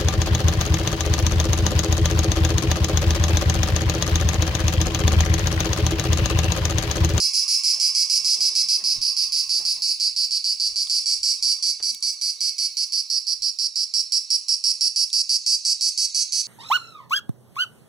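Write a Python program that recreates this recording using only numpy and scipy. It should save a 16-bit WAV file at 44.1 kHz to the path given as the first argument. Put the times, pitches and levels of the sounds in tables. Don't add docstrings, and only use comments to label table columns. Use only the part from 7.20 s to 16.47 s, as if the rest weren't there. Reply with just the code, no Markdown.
import sys
import numpy as np
from scipy import signal
from scipy.io import wavfile
from scipy.ndimage import uniform_filter1d

SR = 44100
rng = np.random.default_rng(int(sys.argv[2]) if len(sys.argv) > 2 else 0)


def how_loud(loudness_db):
    steps = np.asarray(loudness_db, float) / 20
    return 10 ** steps


def generate_wav(signal):
    frames = np.transpose(np.atleast_2d(signal))
    scaled = np.clip(frames, -1, 1) * 32767
    pcm = np.round(scaled).astype(np.int16)
    wavfile.write(sys.argv[1], SR, pcm)


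N = 408807


def evened(x):
    return x / np.sqrt(np.mean(x ** 2) + 1e-20)


def smoothed(x, *sizes):
    for size in sizes:
        x = uniform_filter1d(x, size=size)
    return x


def filtered(x, order, hz, kind):
    return signal.sosfilt(signal.butter(order, hz, kind, fs=SR, output="sos"), x)


def read(points, hz):
    f, value = np.transpose(points)
    return np.interp(np.log(hz + 1), np.log(f + 1), value)


def bump(hz, centre_hz, width_hz):
    return np.exp(-.5 * ((hz - centre_hz) / width_hz) ** 2)


def along(rows, column):
    rows = np.array(rows)
    return np.interp(np.arange(N) / SR, rows[:, 0], rows[:, column])


def ring(db):
    log = np.log(how_loud(np.maximum(db, -100)))
    log = np.concatenate([log, log[-2:0:-1]])
    return np.fft.ifft(np.exp(log - 1j * signal.hilbert(log).imag)).real[:1024]


def noise(spectrum, same=.9, patchy_db=3.5):
    frames, hz = N // 256 + 5, np.fft.rfftfreq(1024, 1 / SR)
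    a, b, c, d, patches = rng.standard_normal((frames, 513, 5)).T
    patches = evened(uniform_filter1d(smoothed(patches, 8), size=8, axis=0))
    left = a + 1j * b
    right = same * left + np.sqrt(1 - same ** 2) * (c + 1j * d)
    z = np.array([left, right]) * how_loud(read(spectrum, hz)[:, None] + patchy_db * patches)
    return evened(signal.istft(z, nperseg=1024, noverlap=768)[1][:, :N])


# delay/s, f/Hz, level/dB, treble/dB, top/dB
RIBS = [
    (0, 4300, -.5, -2, 1),
    (.0007, 4750, 0, 3, 1),
    (.0014, 5150, -.8, -2, 0),
    (.0022, 5550, -1.3, -3, -2),
    (.003, 5400, -9, 4, -2),
]
# f/Hz, level/dB
BODY = [(1000, -106), (1700, -57.5), (2270, -27), (3700, -30.5), (4430, -5.5), (4780, -1), (5600, -5),
        (6260, -14.5), (7010, -31), (7700, -15.5), (9030, -26.5), (9920, -9.5), (11600, -30.5),
        (16000, -40.5)]
# t/s, effort/dB, length/s
BURSTS = [(-.02, -27, 0.086), (0.134, -25, 0.074), (0.279, -24.5, 0.085), (0.435, -23, 0.089),
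          (0.599, -22.5, 0.086), (0.749, -21.5, 0.088), (0.898, -21, 0.089), (1.045, -21, 0.11),
          (1.2053, -20.5, 0.088), (1.352, -19, 0.075), (1.486, -19.5, 0.081), (1.639, -22.5, 0.1),
          (1.815, -23.5, 0.089), (1.966, -22, 0.083), (2.1213, -22, 0.097), (2.293, -22, 0.097),
          (2.451, -22.5, 0.085), (2.62, -22.5, .11), (2.799, -21, 0.089), (2.962, -21, 0.093),
          (3.108, -21.5, 0.076), (3.242, -21.5, 0.094), (3.398, -22, 0.087), (3.558, -24.5, 0.079),
          (3.697, -22.5, 0.097), (3.858, -22, 0.091), (4.0305, -20.5, 0.097), (4.225, -19.5, .11),
          (4.425, -21, 0.092), (4.626, -24.5, 0.09), (4.825, -23, 0.086), (5.013, -24.5, 0.1),
               (5.206, -23, 0.095), (5.382, -23.5, 0.09), (5.569, -24, 0.079), (5.7224, -23, 0.089),
               (5.9, -22, 0.089), (6.068, -23.5, 0.074), (6.221, -23, 0.08), (6.387, -24, 0.087),
               (6.557, -24.5, 0.089), (6.738, -21, 0.08), (6.921, -19, 0.066), (7.1033, -20, 0.064),
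               (7.283, -21, 0.072), (7.439, -20.5, 0.085), (7.609, -20.5, 0.078), (7.76, -20.5, 0.087),
               (7.929, -21.5, 0.093), (8.093, -21, 0.079), (8.263, -22.5, 0.097), (8.45, -25, 0.086),
               (8.6097, -25.5, 0.089), (8.776, -26.5, 0.088), (8.946, -26.5, 0.091), (9.122, -29, 0.098)]


def cicada():
    buckles_per_s, swell_db, release_db_per_s = 228.5, 3.0, 1700
    first_rest_s, rest_spread_s = .0025, .0006
    run_up_s, run_up_buckles = .0013, 2.2
    first_db, first_stretch = 0.5, 1.3
    beat_jitter_s, rib_jitter_s, uneven_db = .00009, .00002, .6
    rib_db, rib_width_hz = 15, 310
    count = np.arange(40)
    snaps = np.zeros((len(RIBS), N))
    for s, effort_db, length in BURSTS:
        late, size = rng.standard_normal((2, len(RIBS) + 1, 40))
        run_up = run_up_s * (1 - np.exp(-np.maximum(count - 1, 0) / run_up_buckles))
        rest = first_rest_s + rest_spread_s * size[-1, 0] + run_up + beat_jitter_s * late[-1]
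        beat = count / buckles_per_s + rest * (count > 0)
        effort_db = effort_db + swell_db * beat / length + first_db * (beat == 0)
        effort_db -= release_db_per_s * np.maximum(beat - length + 0.0074, 0)
        stretch = np.where(beat > 0, 1, first_stretch)
        for k, (delay, _, db, _, _) in enumerate(RIBS):
            at = s + beat + delay * stretch + rib_jitter_s * late[k]
            keep = (beat < length + .012) & (at >= 0) & (at < N / SR)
            snaps[k, (at[keep] * SR).astype(int)] += how_loud(effort_db + db + uneven_db * size[k])[keep]

    hz = np.fft.rfftfreq(2048, 1 / SR)
    body_db = read(BODY, hz)
    song = np.zeros(N)
    for k, (_, rib_hz, _, treble_db, top_db) in enumerate(RIBS):
        low_db = 2 * treble_db - 1
        lift_db = rib_db * bump(hz, rib_hz, rib_width_hz) - 7.96 * bump(hz, 5192, 710)
        lift_db += treble_db * bump(hz, 6800, 1170) + top_db * bump(hz, 9900, 900)
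        lift_db += low_db * bump(hz, 2440, 650)
        song += signal.oaconvolve(snaps[k], ring(body_db + lift_db))[:N]
    return song * how_loud(19.5) / np.linalg.norm(ring(body_db))


# delay/s, level/dB
FRAME = [(.0006, -25), (.0023, -11.5), (.0038, -9.5), (.0049, -16), (.0061, -22.5), (.0083, -13.5)]
# t/s, turn to the insect as treble/dB, tilt as glint off the pane/dB,
# left-right/dB, room/dB
POSE = [(0, 7, -0.5, -7, 2), (.4, 7, 1, -6.5, -2), (.95, 6.5, 3.5, -7.5, -6.5), (1.5, 4, 2.5, -6.5, -8),
        (1.9, 2.5, -1.5, -8.5, -4.5), (2.7, 0.5, 4, -8, -5.5), (3.3, -2, 4.5, -8, -8.5),
        (3.7, 1, 6, -8, -5), (4.05, -1, 11.5, -6.5, -5), (4.35, 0.5, 6, -8.5, -8),
        (4.9, -2, 10, -8.5, -8.5), (5.55, 1, 3, -9, -9.5), (5.95, -4.5, 8.5, -10, -8.5),
        (6.45, -1, 5, -9.5, -12.5), (7.1, 1, 7.5, -7.5, -8.5), (8.1, 4, 6, -8, -13),
        (8.45, 6, 11, -6.5, -10.5), (9.2, 9.5, 5, -8, -11.5)]


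def window_frame(x):
    taps = np.zeros((2, 1024))
    for k, (s, db) in enumerate(FRAME):
        at = round(s * SR)
        taps[0, at + 1 + k % 2] = taps[1, at] = how_loud(db) * (-1) ** k
    sent = x * how_loud(4.5 + 0.62 * along(POSE, 4))
    echoes = signal.oaconvolve(sent[None], taps, axes=1)[:, :N]
    return np.array([np.roll(x, 1), x]) * how_loud(-0.3) + echoes


def toned(x):
    top_db, low_db = 1 - 0.3 * along(POSE, 1), 3.1
    top = filtered(x, 2, 6500, "high")
    low = filtered(x, 2, 3300, "low")
    return x + top * (how_loud(top_db) - 1) + low * (how_loud(low_db) - 1)


# f/Hz, t60/s
ROOM = [(2500, 0.53), (4500, 0.25), (6000, 0.32), (10000, 0.25), (14000, 0.3)]


def room(x):
    same = 0.58
    out, turn = np.zeros((2, N)), np.pi * .9 * np.arange(N) / SR
    for k in range(3):
        taps = np.zeros((2, SR // 3))
        at = np.arange(560, SR // 3 - 20, 20)
        at = at + rng.integers(0, 20, (2, len(at)))
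        np.put_along_axis(taps, at, rng.choice([-1., 1.], at.shape), 1)
        taps[1] = same * taps[0] + np.sqrt(1 - same ** 2) * taps[1]
        hz, t, z = signal.stft(taps, SR, nperseg=256)
        tail = signal.istft(z * how_loud(-60 * t / read(ROOM, hz)[:, None]), SR, nperseg=256)[1]
        tail /= np.linalg.norm(tail[0])
        share = np.sqrt(2 / 3) * np.cos(turn + k * np.pi / 3)
        out += signal.oaconvolve((x * share)[None], tail, axes=1)[:, :N]
    return out


# f/Hz, width/Hz, level/dB
MIC = [(2250, 270, 1.5), (3305, 92, 10), (3440, 29, -10.5), (7150, 155, -3), (10140, 79, 2),
       (10900, 140, 2.5), (12050, 130, 6), (13600, 250, -8), (14500, 300, 5), (15400, 300, 5)]
# f/Hz, left-right/dB
LEAN = [(60, 13), (92, -1), (140, 0.0), (210, -10), (330, -11), (500, -5), (770, -7), (1170, -16),
        (1790, 0.5), (2740, 0), (4190, 0.5), (6410, -11.5), (9810, -2), (15000, 9.5)]
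# f/Hz, width/Hz, level at rest/dB, share of turn, share of tilt
AIM_BANDS = [(2440, 1240, -3, 1, 0.033), (5550, 500, 1, 0.057, 0.34), (6520, 565, 4.5, 1, 0.31),
             (8280, 880, -0.1, 0.56, 1), (11230, 240, 3, -1.35, 0.45), (13700, 1830, 2, 0.47, .05)]
# width/Hz, then a path of t/s, f/Hz, level/dB
CRESTS = [
    (110, [(0, 4900, 7.5), (1.6, 4960, 6), (2.2, 4750, 1.5), (3, 4560, 1.5), (3.8, 4670, 5.5), (4.8, 4670, 4.5), (5.6, 5010, 2), (8.2, 4690, 4.5), (9.2, 4460, 4)]),
    (90.5, [(0, 5290, 9), (1.6, 5400, 8.5), (2.8, 5350, -0.5), (3.8, 5330, 1), (5, 5440, 0.5), (5.9, 5230, 5), (7.4, 5500, 5), (9.2, 5170, 2)]),
    (100, [(0, 5640, 6), (1.6, 5780, -0.5), (2.7, 5800, -1), (4.5, 5600, 6.5), (6, 5700, -0.5), (7.8, 5850, 1), (9.2, 5700, 2)]),
    (150, [(0, 3670, 6), (1.5, 3760, 11.5), (2.8, 3750, 11), (4.2, 3730, 10.5), (5.5, 3730, 2.5), (7, 3840, 6.5), (8.5, 3820, 8.5)]),
    (400, [(0, 13600, 5), (2, 13700, -7), (3.3, 13000, -1), (4.5, 13500, 2), (6.5, 13300, 3), (8.5, 13200, 5), (9.2, 13000, -6)]),
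]
# width/Hz, then a path of t/s, f/Hz, level/dB
DIPS = [
    (69.4, [(0, 5020, -3), (2, 5080, -4), (3, 5070, -6), (4.3, 5000, -2), (5.3, 5220, -16), (5.8, 5140, -7), (7.3, 5200, -3), (8.3, 5070, -4)]),
    (111, [(0, 5500, -6.5), (2.8, 5530, -4), (4, 5550, -6), (5, 5500, -9), (6, 5670, 1.5), (7.8, 5650, -0.5), (9.2, 5450, -2)]),
    (142, [(0, 6030, -3.5), (1.8, 6000, 2), (2.7, 5860, -12.5), (3.8, 5800, -2.5), (4.5, 6260, 1), (6.3, 6180, -12.5), (8.3, 6260, -2), (9.2, 6560, -3)]),
    (120, [(0, 8700, -4), (2.8, 8900, -6.5), (5.3, 9300, -5.5), (6.5, 8800, -3), (7.6, 8900, -2), (9.2, 9000, -5)]),
    (250, [(0, 12050, -1), (2, 11800, 4), (3, 11340, -15), (4.2, 12000, -6), (5, 12100, 0), (7, 11330, -14), (9.2, 11600, 5)]),
    (81.5, [(0, 2250, 6.5), (2.3, 2250, 3.5), (5, 2250, 10.5), (7, 2230, 3), (8.3, 2190, -1)]),
]


def aim(x):
    hz, t, z = signal.stft(x, SR, nperseg=1024)
    at = np.minimum((t * SR).astype(int), N - 1)
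    turn_db, tilt_db, side_db = (along(POSE, k)[at] for k in range(1, 4))
    colour_db = sum(db * bump(hz, f, width) for f, width, db in MIC)[:, None]
    colour_db = colour_db + np.outer(bump(hz, 10150, 3100), turn_db - 2.5)
    for f, width, db, turn, tilt in AIM_BANDS:
        colour_db += np.outer(bump(hz, f, width), db + turn * turn_db + tilt * tilt_db)
    for width, path in CRESTS + DIPS:
        s, f, db = np.transpose(path)
        colour_db += np.interp(t, s, db) * bump(hz[:, None], np.interp(t, s, f), width)
    ripple = uniform_filter1d(rng.standard_normal(z.shape[1:]), size=3, axis=0)
    colour_db += 1.88 * evened(smoothed(ripple, 70, 70))
    mirrored = np.concatenate([colour_db, colour_db[-2:0:-1]])
    phase = signal.hilbert(mirrored, axis=0).imag[:len(hz)]
    z = z * np.exp(-1j * phase * np.log(10) / 20)
    lean_db = read(LEAN, hz)[:, None] + np.outer(bump(hz, 4600, 3000), side_db + 6.5)
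    gain_db = colour_db + np.array([lean_db, -lean_db]) / 2
    return signal.istft(z * how_loud(gain_db), SR, nperseg=1024)[1][:, :N]


# f/Hz, level/dB
CHORUS = [(1000, -83), (1700, -35), (2340, -50), (3600, -21.5), (4340, 7.5), (4770, -1), (5760, -22),
          (6880, -17.5), (7700, -42), (9110, -38), (10200, -27), (11900, -51), (16000, -62)]


def far_cicadas():
    return how_loud(-38.5) * noise(CHORUS, same=.85)


# t/s, level/dB, f/Hz, t60/s
TICKS = [
    (4.598, -47, 905, 0.15),
    (4.598, -44, 330, 0.076),
    (4.6, -36, 2130, 0.032),
    (4.598, -52, 8900, .03),
    (6.833, -56, 250, 0.026),
    (6.833, -57, 60, 0.042),
    (7.43, -64, 150, .04),
]
# t/s, peak level/dB, low f/Hz, high f/Hz
CLICKS = [(2.085, -34, 9600, 12500), (2.126, -34, 10500, 12600), (2.234, -33, 11000, 12700),
          (2.243, -40, 9500, 12500), (2.279, -26, 8000, 13500), (3.6527, -30, 9400, 10800),
          (3.6732, -25, 3200, 4600), (3.6728, -28, 8900, 11500), (3.6735, -46, 800, 2600),
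          (3.679, -31, 6800, 8200), (3.6865, -28, 8800, 11500), (3.818, -26, 6500, 15600),
          (4.377, -36, 6960, 13000), (4.7474, -19, 3500, 7000), (4.7474, -17, 7500, 15500),
          (4.7783, -34, 9400, 13200), (4.8068, -30, 5500, 10500), (4.997, -42, 8000, 14000),
          (7.9025, -20, 3600, 5500), (7.9025, -21, 5970, 10500), (8.245, -46, 8000, 14000),
          (9.235, -44, 11000, 15800)]


def casing():
    out, t = np.zeros(N + SR), np.arange(3000) / SR
    for s, db, hz, t60 in TICKS:
        snap = np.sign(rng.standard_normal(3000)) * how_loud(db - 60 * t / t60)
        tick = filtered(snap, 5, [hz * .8, min(hz * 2.2, 18000)], "band")
        out[round(s * SR):][:3000] += tick * np.sqrt(SR / (3 * hz))
    contacts = np.bincount([0, 38, 90], [.7, 1, -.5], 400)
    for s, db, low_hz, high_hz in CLICKS:
        click = filtered(contacts, 3, [low_hz, high_hz], "band")
        out[round((s - .0008) * SR):][:400] += how_loud(db + 6.0) * click / abs(click).max()
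    return out[:N]


ZOOM_HZ, FOCUS_HZ = 14400, 15200
# start t/s, stop t/s, f/Hz, level/dB
WHINES = [
    (2.234, 2.827, ZOOM_HZ, -53),
    (2.544, 3.106, FOCUS_HZ, -52),
    (5.15, 5.6, FOCUS_HZ, -60),
    (5.505, 6.03, ZOOM_HZ, -53),
    (0.97, 1.404, 413, -52.5),
    (1.565, 1.742, 393, -50),
    (4.86, 5.597, 413, -79),
    (5.596, 6.8, 408, -87),
]


def zoom_motor():
    t, whine = np.arange(N) / SR, np.zeros(N)
    for start, stop, hz, db in WHINES:
        u = t[:round((stop - start) * SR)]
        fade = np.clip(np.minimum(u, u[::-1]) / 0.029, 0, 1)
        whine[round(start * SR):][:len(u)] += how_loud(db) * np.sin(2 * np.pi * hz * u) * fade
    flutter = evened(smoothed(rng.standard_normal(N), 700, 700))
    return whine * how_loud(4.5 * flutter - 1.5)


# t/s, level/dB
GRIP = [(0, -94), (.9, -77), (1.3, -66.5), (2.5, -84), (3.1, -74.5), (3.3, -83), (4.3, -80), (4.9, -95),
        (9.27, -86.5)]


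def touches(rows, peak_s, rise_db_per_s, fall_db_per_s, lift_db, rest_db):
    t = np.arange(0, N / SR + .01, .002)
    s, db = np.transpose(rows)
    late = t[:, None] - s - peak_s
    shape_db = np.minimum(rise_db_per_s * late, -fall_db_per_s * late)
    gain = np.linalg.norm(how_loud(db + lift_db + shape_db), axis=1)
    return np.interp(np.arange(N) / SR, t, gain) + how_loud(along(GRIP, 1) + rest_db)


# t/s, level/dB
THUMPS = [(0.568, -66), (0.702, -63), (0.997, -71), (1.36, -67), (1.429, -66), (1.529, -64), (1.754, -46),
          (2.066, -54), (2.271, -55), (2.401, -59), (2.529, -66), (2.779, -64), (2.848, -58), (2.899, -63),
          (3.099, -79), (3.4, -71), (3.479, -52.5), (3.569, -54), (3.639, -65), (3.967, -51), (4.193, -66),
          (4.587, -67), (4.73, -74), (6.182, -59), (8.33, -77), (8.9, -68)]
# t/s, level/dB
KNOCKS = [(0.567, -56), (0.994, -57), (1.097, -64), (1.174, -55), (1.306, -59), (1.427, -55), (1.622, -57),
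          (1.758, -45.5), (1.887, -81), (2.393, -59), (2.561, -60), (2.798, -66), (2.899, -69),
          (3.489, -72), (3.586, -68), (4.388, -70), (4.603, -62.5), (4.71, -62), (6.829, -76), (8.889, -78)]
# t/s, level/dB
RUBS = [(0.55, -48), (0.969, -53.5), (1.042, -55), (1.157, -47), (1.238, -55), (1.309, -48), (1.369, -55),
        (1.595, -46), (1.679, -52), (2.337, -69), (2.391, -48), (2.56, -54.5), (3.361, -70), (3.493, -59.5),
        (3.673, -67), (4.331, -68), (4.421, -73), (5.183, -81), (7.418, -88), (8.889, -72)]
# f/Hz, level/dB
RUB = [(150, -43), (280, -6.5), (350, -9.5), (402, 3), (450, -10), (752, -5.5), (1100, -8), (1520, -19.5),
       (2000, -11), (2600, -25)]


def hand():
    thump = noise([(15, 1.0), (45, -1.0), (90, -9.0), (150, -24), (300, -48)], same=1.0)
    knock = noise([(90, -28), (140, -4.0), (205, 0.5), (260, -8.5), (400, -25.0)], same=0.97, patchy_db=2)
    rub = noise(RUB)
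    out = thump * touches(THUMPS, 0.022, 700, 280, 5.7, 4.8)
    out += knock * touches(KNOCKS, 0.008, 620, 290, 7.5, 3.1)
    return out + rub * touches(RUBS, 0.012, 540, 183, 4.3, 5.7)


# t/s, level/dB
HUM = [(0, -63.5), (.5, -60.5), (1.42, -64), (1.62, -62), (2.25, -66), (2.42, -68), (2.55, -78),
       (3.41, -88), (3.64, -78), (3.95, -84), (4.23, -73), (4.39, -72), (4.52, -84), (4.83, -84),
       (6.56, -90.5), (7.2, -81.5), (9.27, -87.5)]


def hum():
    near_db = along(HUM, 1)
    hz = 1087.5 + .6 * evened(smoothed(rng.standard_normal(N), 8000))
    tone = np.sqrt(2) * np.sin(2 * np.pi * np.cumsum(hz) / SR) * how_loud(near_db + 8.0)
    hiss = noise([(950, -28.5), (1090, -12.0), (1180, -9.0), (1300, -22.0), (1500, -26.5)], same=0.3)
    return tone + hiss * how_loud(-53.5 + 0.71 * (near_db + 67.5))


def masked(song):
    level = smoothed(abs(song), 1500, 900)
    share = np.minimum(0.7 * level / (smoothed(level, 20000) + 1e-9), 1)
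    return how_loud(5.5 * (0.5 - share))


# f/Hz, level/dB
AIR = [(12, -37), (20, -8), (259, -10.5), (499, -5.5), (654, -13), (999, -9.5), (1100, -15), (1280, -5),
       (1470, -10), (1850, -12), (2000, -15), (2600, -45), (4400, -120)]


def room_air():
    return how_loud(-72) * noise(AIR, same=0.14)


def scene():
    song = cicada()
    walls = room(toned(song) * how_loud(along(POSE, 4) + 3.0))
    singing = aim(window_frame(song) + walls + far_cicadas())
    quiet = casing() + zoom_motor() + hand() + hum() * masked(song) + room_air()
    return singing + quiet * how_loud(np.array([[-.4], [.4]]))


# f/Hz, share of bands muted
STARVED = [(2900, 0), (3150, .08), (3350, 0), (3550, .28), (3750, 0), (10900, 0), (11700, .42),
           (12400, .25), (13600, .35), (15000, .1)]


def starved(x):
    hz, t, z = signal.stft(x, SR, nperseg=1024)
    chance = rng.random((len(hz) // 8 + 1, len(t) // 4 + 1))
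    chance = chance.repeat(8, 0).repeat(4, 1)[:len(hz), :len(t)]
    power = uniform_filter1d(abs(z) ** 2, size=7, axis=0)
    weak = np.where(power < .3 * np.mean(power, axis=1, keepdims=True), 1.8, .95)
    level_db = 10 * np.log10(power.sum(0) + 1e-12)
    pause = np.clip((smoothed(level_db, 30) + 2 - level_db) / 8, 0, 1)
    z = z * how_loud(-5 * np.outer(hz > 11300, pause))
    gaps = np.where(chance < weak * read(STARVED, hz)[:, None], .02, 1)
    return signal.istft(z * gaps, SR, nperseg=1024)[1][:N]


def roll_off(x):
    return signal.sosfilt(signal.butter(12, 16630, fs=SR, output="sos"), x)


def record(dry):
    power_db = 10 * np.log10(signal.lfilter([.004], [1, -.996], (dry ** 2).mean(0)) + 1e-12)
    fall = np.arange(N) * 69.0 / SR
    over_db = np.maximum(np.maximum.accumulate(power_db + fall) - fall + 28.5, 0)
    ducked = dry / how_loud(.5 * over_db)
    quick_db = 10 * np.log10(abs(smoothed((ducked ** 2).mean(0), 40, 40)) + 1e-12)
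    shave_db = .35 * np.maximum(quick_db + 17, 0)
    left, right = ducked / how_loud(smoothed(shave_db, 60, 60))
    mid_filter = signal.firwin(511, 15750, fs=SR)
    side_filter = signal.firwin2(255, [0, 10300, 11600, SR / 2], [1, 0.65, 0.1, .22], fs=SR)
    mid = signal.oaconvolve(starved((left + right) / 2), mid_filter, "same")
    side = signal.oaconvolve((left - right) / 2, side_filter, "same")
    return roll_off(np.array([mid + side, mid - side]))


dry = scene()
out = record(dry)
generate_wav(out)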